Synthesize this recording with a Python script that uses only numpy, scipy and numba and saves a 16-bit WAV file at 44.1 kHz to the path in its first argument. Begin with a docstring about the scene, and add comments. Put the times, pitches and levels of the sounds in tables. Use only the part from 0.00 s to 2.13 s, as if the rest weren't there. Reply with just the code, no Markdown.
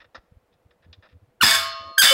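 """In a shed doorway, a steel cap is twisted twice onto the thread of a gas cylinder, close to a phone.
Each twist squeals (a harmonic stack whose slip rate slows) and breaks into a grind of dense clicks.
Damped cap modes color both; the cap clangs, and each jolt sets off decaying cylinder modes and a thud.
Finger scuffs (filtered noise bursts) and soft low thumps (short bass cycles) surround the twists.
Flickering noise bands and a faint hum make the quiet floor; a hollow tone swells at the end."""
import sys
import numpy as np
from scipy import signal
from scipy.fft import rfft, irfft
from scipy.io import wavfile
from scipy.ndimage import uniform_filter1d
from numba import njit

SR = 44100
rng = np.random.default_rng(int(sys.argv[2]) if len(sys.argv) > 2 else 0)


def to_wav(s):
    """Save 16-bit WAV."""
    ch = np.atleast_2d(s).T  # columns
    pcm = np.round(np.clip(ch, -1, 1) * 32767)  # PCM
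    wavfile.write(sys.argv[1], SR, pcm.astype(np.int16))


def gain_from_db(level_db):
    """Convert decibel levels to linear amplitude factors (20 dB per decade)."""
    decades = np.asarray(level_db, float) / 20
    return 10 ** decades


N = 94065
TOP_HZ = 15800  # top of the squeal's overtones and of the microphone


def level(x, db):
    """Scale to an rms level."""
    return x * gain_from_db(db) / np.sqrt(np.mean(x ** 2))


def band(x, hz, width_hz):
    """One resonance, gain 1 at the centre."""
    return signal.lfilter(*signal.iirpeak(hz, hz / width_hz, fs=SR), x)


def twice(x, hz, width_hz):
    """A steeper resonance: two in series, each widened so the pair keeps the stated width."""
    wide_hz = 1.55 * width_hz
    return band(band(x, hz, wide_hz), hz, wide_hz)


def walk(rate_hz):
    """Smooth random wander of spread 1."""
    k = max(int(SR / rate_hz), 1)
    noise = rng.standard_normal(N)
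    return level(uniform_filter1d(uniform_filter1d(noise, k), k), 0)


def ring(t0, hz, db, t60, rise=0.00075):
    """A decaying mode that starts at t0."""
    t = np.maximum(np.arange(N) / SR - t0, 0)
    return gain_from_db(db - 60 * t / t60) * (1 - np.exp(-t / rise)) * np.sin(2 * np.pi * hz * t)


ROOM_DB, ROOM_T60_S, ROOM_TREBLE_T60_S = -3, 0.6, 0.57
TREBLE_END_S = 0.18  # by now the cut has taken a further 20 dB off the treble


def room(x):
    """Diffuse shed echo, its treble cut off abruptly as if by a noise suppressor."""
    t = np.arange(SR) / SR
    noise = rng.standard_normal(SR) * np.clip(t / 0.0037, 0, 1)
    low, high = (signal.sosfilt(signal.butter(8, 5900, kind, fs=SR, output="sos"), noise)
                 for kind in ("low", "high"))
    low_tail = low * gain_from_db(-60 * t / ROOM_T60_S)
    high_tail = high * gain_from_db(-60 * t / ROOM_TREBLE_T60_S - 20 * (t / TREBLE_END_S) ** 3)
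    tail = low_tail + high_tail
    return gain_from_db(ROOM_DB) * signal.fftconvolve(x, tail / np.sqrt(np.sum(tail ** 2)))[:N]


FLOOR_DB, FLOOR_FLICKER_DB, FLOOR_BASS_FLICKER_DB = -66, .6, 8.5
# spectrum of the yard and shed noise: f/Hz, relative level/dB per Hz
FLOOR_SPECTRUM = [(18, -33), (30, -8.5), (90, -8), (176, -13.5), (490, -8), (680, -9.5), (1000, -15.5),
                  (1600, -19.5), (4000, -30), (6000, -35), (15500, -37.5)]


def floor():
    """Quiet yard and shed noise in bands half an octave apart that flicker independently."""
    f = np.fft.rfftfreq(N, 1 / SR) + 1
    table_hz, table_db = np.transpose(FLOOR_SPECTRUM)
    shape = rfft(rng.standard_normal(N)) * gain_from_db(np.interp(np.log(f), np.log(table_hz), table_db))
    out = 0
    for octave in np.arange(4, 15, .5):  # band centre as a power of two in Hz
        flicker_db = FLOOR_BASS_FLICKER_DB if octave < 8 else FLOOR_FLICKER_DB
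        weight = np.clip(1 - 2 * abs(np.log2(f) - octave), 0, 1)
        out = out + gain_from_db(flicker_db * walk(50)) * irfft(shape * weight, N)
    return level(out, FLOOR_DB)


def hum():
    """A faint wavering hum: noise through a narrow resonance."""
    return level(twice(rng.standard_normal(N), 488, 16), -75)


SCUFF_T60_S, SCUFF_BROAD_DB, SCUFF_ROOM_DB = 0.055, -41.5, -21
# finger scuffs on the cap: t/s, relative level/dB, length before the decay/s, centre f/Hz
SCUFF_RUBS = [(0.0, -50, 0.022, 1960), (0.042, -48.5, 0.0018, 1800), (0.145, -40.5, 0.018, 1500),
              (0.148, -42, 0.012, 5000), (0.174, -52.5, 0.0055, 830), (0.524, -66, 0.017, 2800),
              (0.703, -73, 0.02, 3470), (0.707, -55.5, 0.002, 1820), (0.821, -62, 0.033, 1970),
              (0.927, -40.5, 0.0051, 3560), (1.023, -53, 0.023, 1640), (1.049, -54.5, 0.019, 1310),
              (1.085, -63, 0.044, 2320), (1.796, -60.5, 0.12, 425)]
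# what a scuffed cap rings with: f/Hz, width/Hz, relative level/dB
SCUFF_RESONANCES = [(245, 195, 6.5), (522, 125, 8), (1254, 320, 1), (1800, 206, 3), (2454, 600, -3),
                    (3540, 500, -1), (5000, 460, -4.5)]


def scuffs():
    """Short grainy rubs of band noise that ring a few dull tones, without high treble."""
    t, rubs = np.arange(N) / SR, np.zeros(N)
    noise = rng.standard_normal(N) * gain_from_db(1.65 * walk(410))
    for s, db, length, hz in SCUFF_RUBS:
        decay = gain_from_db(-60 * np.maximum(t - s - length, 0) / SCUFF_T60_S)
        env = np.clip((t - s) / 0.0019, 0, 1) * decay
        rubs += gain_from_db(db) * env * level(band(noise, hz, .7 * hz), 0)
    tones = 1.41 * sum(gain_from_db(db) * twice(rubs, f, w) for f, w, db in SCUFF_RESONANCES)
    out = tones + gain_from_db(SCUFF_BROAD_DB) * rubs
    out = signal.sosfilt(signal.butter(4, 6300, fs=SR, output="sos"), out)
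    return out + gain_from_db(SCUFF_ROOM_DB) * room(out)


THUMP_OVERTONE_DB = -18.5
# low thumps: centre t/s, level/dB, length/s, f/Hz
LOW_THUMPS = [(0.184, -51, 0.027, 92), (0.324, -46.5, 0.018, 83), (0.372, -44.5, 0.024, 75),
              (0.663, -48.5, 0.02, 84), (0.867, -45, 0.0069, 91), (0.902, -46.5, 0.084, 83),
              (0.99, -45, 0.034, 90), (1.136, -47, 0.023, 82), (1.161, -43.5, 0.048, 90.3),
              (1.232, -48, 0.034, 97), (1.683, -54.5, 0.12, 89.4), (1.745, -53, 0.023, 78.4),
              (1.443, -30.5, 0.049, 91.3), (1.57, -46.5, 0.12, 87), (1.616, -49, 0.049, 86),
              (1.813, -47, 0.033, 84), (1.873, -48.5, 0.059, 86), (2.125, -44.5, 0.019, 135)]


def thumps():
    """Soft, slightly bent bass cycles under a bell-shaped envelope, with two weak overtones."""
    t, out = np.arange(N) / SR, 0
    for s, db, length, hz in LOW_THUMPS:
        phase = 2 * np.pi * hz * (t - s) + .5 * walk(40)
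        env = np.exp(-2 * ((t - s) / length * 2) ** 2)
        overtones = np.sin(2 * phase) + np.cos(3 * phase)
        out = out + gain_from_db(db) * env * (np.sin(phase) + gain_from_db(THUMP_OVERTONE_DB) * overtones)
    return out


CAP_BROAD_DB = -22
# resonances of the hand-damped cap: f/Hz, width/Hz, relative level/dB (before the width weighting)
CAP_MODES = [(880, 920, -6.5), (1360, 89, -4), (1592, 157, 1.5), (1724, 52, 1), (1800, 140, 1),
             (2227, 480, 1), (3530, 184, 6), (3700, 83, 0), (4050, 1100, 3.5), (4710, 110, 3.5),
             (4810, 110, 0), (5105, 160, 2.5), (5440, 290, -7), (6590, 420, -3.5), (7626, 350, -0.5),
             (8300, 600, -5), (10670, 2800, -2), (11200, 400, -1.5), (13500, 5400, -8)]


def cap(x):
    """The cap's damped resonances, alternating in sign, over a broad response."""
    out = gain_from_db(CAP_BROAD_DB) * x
    for k, (f, w, db) in enumerate(CAP_MODES):
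        out = out + (-1) ** k * gain_from_db(db) * np.sqrt(300 / w) * twice(x, f, w)
    return out


SQUEAL_DIRECT_DB, SQUEAL_CAP_DB = -1, -13
SQUEAL_WAVER_DB, SQUEAL_WAVER_HZ, SLIP_JITTER = 1.8, 250, .006
# overtones blur as the slips slow; smear in radians per overtone
STEADY_SLIP_HZ, SMEAR_RAD, SMEAR_PER_SLOWING, SMEAR_HZ = 1620, .05, 1.1, 1200
GRIND_CLICKS_HZ, GRIND_SCATTER_DB = 3500, 3  # mean click rate, scatter scale
# course of each twist: t/s, slip rate f/Hz, relative squeal level/dB,
# tilt/dB per harmonic step up to the third harmonic, relative grind level/dB
FIRST_TWIST = [(1.403, 1480, -66, -20, -70), (1.409, 1470, -28, -16, -52), (1.413, 1440, -10, -7, -34),
               (1.417, 1420, -17, -4, -31), (1.422, 1390, -11, -5, -28), (1.428, 1130, -16, -1, -23),
               (1.436, 880, -23, 4, -19), (1.444, 780, -36, 7, -17), (1.46, 600, -60, 0, -17),
               (1.52, 500, -70, 0, -18), (1.558, 500, -70, 0, -19), (1.575, 500, -70, 0, -40),
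               (1.62, 500, -70, 0, -70)]
SECOND_TWIST = [(1.974, 1653, -48, -51, -92), (1.982, 1636, -7.5, -2, -18), (1.985, 1552, -20.5, 1, -30),
                (1.998, 1624, -15, 1.5, -41), (2.011, 1593, -21, 2.5, -53), (2.022, 1480, -16.5, 2.5, -10),
                (2.022, 1338, -19, 3, -19.5), (2.042, 845, -41, 11, -9), (2.077, 605, -82.5, -6, -19),
                (2.14, 556, -75, 1, -21.5)]
# squeal harmonics: multiple of the slip rate, relative level/dB
SQUEAL_HARMONICS = [(1, 0), (2, -4), (3, -6), (4, -12), (5, -11), (6, -13), (7, -12), (8, -13), (9, -16),
                    (10, -16), (11, -17), (13, -13), (15, -13)]


def thread():
    """Regular slips give a wavering overtone stack, irregular ones a dense grind; both ring the cap."""
    t = np.arange(N) / SR
    rows = np.array(FIRST_TWIST + SECOND_TWIST)
    first_on = (t > FIRST_TWIST[0][0]) & (t < FIRST_TWIST[-1][0])
    on = first_on | (t > SECOND_TWIST[0][0])
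    hz, squeal_db, tilt_db, grind_db = (np.interp(t, rows[:, 0], rows[:, c]) for c in range(1, 5))
    phase = 2 * np.pi * np.cumsum(hz * (1 + SLIP_JITTER * walk(347))) / SR
    smear = SMEAR_RAD + SMEAR_PER_SLOWING * np.maximum(1 - hz / STEADY_SLIP_HZ, 0)
    stack = 0
    for k, db in SQUEAL_HARMONICS:
        waver_db = SQUEAL_WAVER_DB * min(k - .5, 2) * walk(SQUEAL_WAVER_HZ)
        gain = (k * hz < TOP_HZ) * gain_from_db(db + tilt_db * min(k - 1, 2) + waver_db)
        blur = (k - 1) * smear * walk(SMEAR_HZ)
        stack = stack + gain * np.sin(k * phase + blur + 2 * np.pi * rng.random())
    squeal = on * gain_from_db(squeal_db) * stack * np.sqrt(2)
    chance = rng.random((3, N))
    sign = np.sign(chance[1] - .5)
    strength = gain_from_db(-GRIND_SCATTER_DB * np.log(chance[2] + 1e-9))
    clicks = (chance[0] < GRIND_CLICKS_HZ / SR) * sign * strength
    grind = cap(clicks * on * gain_from_db(grind_db)) / np.std(cap(clicks))
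    return gain_from_db(SQUEAL_DIRECT_DB) * squeal + gain_from_db(SQUEAL_CAP_DB) * cap(squeal) + grind


# single cap modes as the squeal breaks: t/s, f/Hz, level/dB before the waver, t60/s
CAP_CLANGS = [(1.424, 3490, -11, .1), (1.432, 1790, -14, .08), (1.441, 5040, -10, .07),
              (1.474, 5000, -12, .07), (1.513, 1760, -15, .12), (2.022, 3660, -9, .15),
              (2.05, 1750, -16, .12)]


def clangs():
    """Single cap modes clang and decay, sharing one fast waver in level."""
    return gain_from_db(2.5 * walk(150)) * sum(ring(*row) for row in CAP_CLANGS)


JOLT_THUD_HZ, JOLT_THUD_T60_S, JOLT_ROOM_DB = 191.4, 0.19, -9


def thud(jolt_s, db):
    """A decaying burst of low band noise, starting 15 ms before the ring, with its shed echo."""
    t = np.maximum(np.arange(N) / SR - jolt_s + .015, 0)
    noise = level(band(rng.standard_normal(N), JOLT_THUD_HZ, 150), 0)
    out = (1 - np.exp(-t / 0.0018)) * gain_from_db(db - 60 * t / JOLT_THUD_T60_S) * noise
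    return out + gain_from_db(JOLT_ROOM_DB) * room(out)


RING_WAVER_DB, RING_WAVER_HZ = 3, 14  # waver depth from 3 kHz up, less below
# the thread catching and jolting the cylinder: t/s, thud level/dB
THREAD_JOLTS = [(1.445, -25), (2.045, -34)]
# cylinder modes: f/Hz
CYLINDER_MODES_HZ = [664.5, 1083, 1092, 1233, 1357.8, 2224.5, 2740, 3003, 3044, 3488, 3578, 4269.5, 4601,
                     4974, 5168, 5981, 6487, 7545, 8210, 8810]
# for each mode: level/dB after the first jolt, level/dB after the second, t60/s (before the waver)
CYLINDER_RINGS = [(-29, -29.5, 1.39), (-25.5, -21.5, 1.61), (-26.5, -25, 1.26), (-29, -21.5, 2.3),
                  (-62, -23.5, 3.4), (-18.5, -12, 0.62), (-29, -23, 0.89), (-26.5, -21.5, 0.92),
                  (-32, -7, 0.81), (-21.5, -43, 0.4), (-42, -19, 0.78), (-31.5, -31, 1.7),
                  (-40.5, -38, 0.23), (-39.5, -40, 0.45), (-19.5, -40, 0.55), (-47, -18, .3),
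                  (-37, -40, .3), (-40.5, -39.5, 0.17), (-12, -26, 0.23), (-34, -12.5, 0.3)]


def cylinder():
    """Every jolt thuds and rings the same decaying modes, the upper ones wavering most in level."""
    out = np.zeros(N)
    for j, (s, thud_db) in enumerate(THREAD_JOLTS):
        for hz, row in zip(CYLINDER_MODES_HZ, CYLINDER_RINGS):
            waver_db = RING_WAVER_DB * min(hz / 3000, 1) ** 2 * walk(RING_WAVER_HZ)
            out += gain_from_db(waver_db) * ring(s, hz, row[j], row[2], 0.055)
        out += thud(s, thud_db)
    return out


def knock():
    """A hollow tone swelling at the end: one mode with a slow rise."""
    return ring(2.105, 545, -11, .5, rise=0.019)


def scene():
    """Thread noise fills the shed; scuffs and thuds bring their own echo; the remaining sources stay dry."""
    steel = thread()
    background = floor() + hum()
    handling = scuffs() + thumps()
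    ringing = clangs() + cylinder() + knock()
    return (background + handling + steel + room(steel) + ringing)[None]


@njit
def follow(x, attack, release):
    """Peak follower; attack and release are the share of the gap closed per sample."""
    e, y = 1e-9, np.empty(len(x))
    for i in range(len(x)):
        e += (abs(x[i]) - e) * (attack if abs(x[i]) > e else release)
        y[i] = e
    return y


LIMIT_DB, LIMIT_RATIO, LIMIT_RELEASE_S = -3.5, 13, 0.12
CLIP = 1  # ceiling of the soft rounding


def roll_off(x):
    """The treble ends steeply here."""
    return signal.sosfilt(signal.butter(12, 16990, fs=SR, output="sos"), x)


def record(dry):
    """The phone limits and rounds loud peaks and cuts the top."""
    envelope = follow(dry[0], 0.14, 1 / (LIMIT_RELEASE_S * SR))
    limited = dry * np.minimum(gain_from_db(LIMIT_DB) / envelope, 1) ** (1 - 1 / max(LIMIT_RATIO, 1))
    rounded = CLIP * np.tanh(limited / CLIP)
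    mix = signal.sosfilt(signal.ellip(8, .2, 60, TOP_HZ, fs=SR, output="sos"), rounded)
    return roll_off(mix)


dry = scene()
out = record(dry)
to_wav(out)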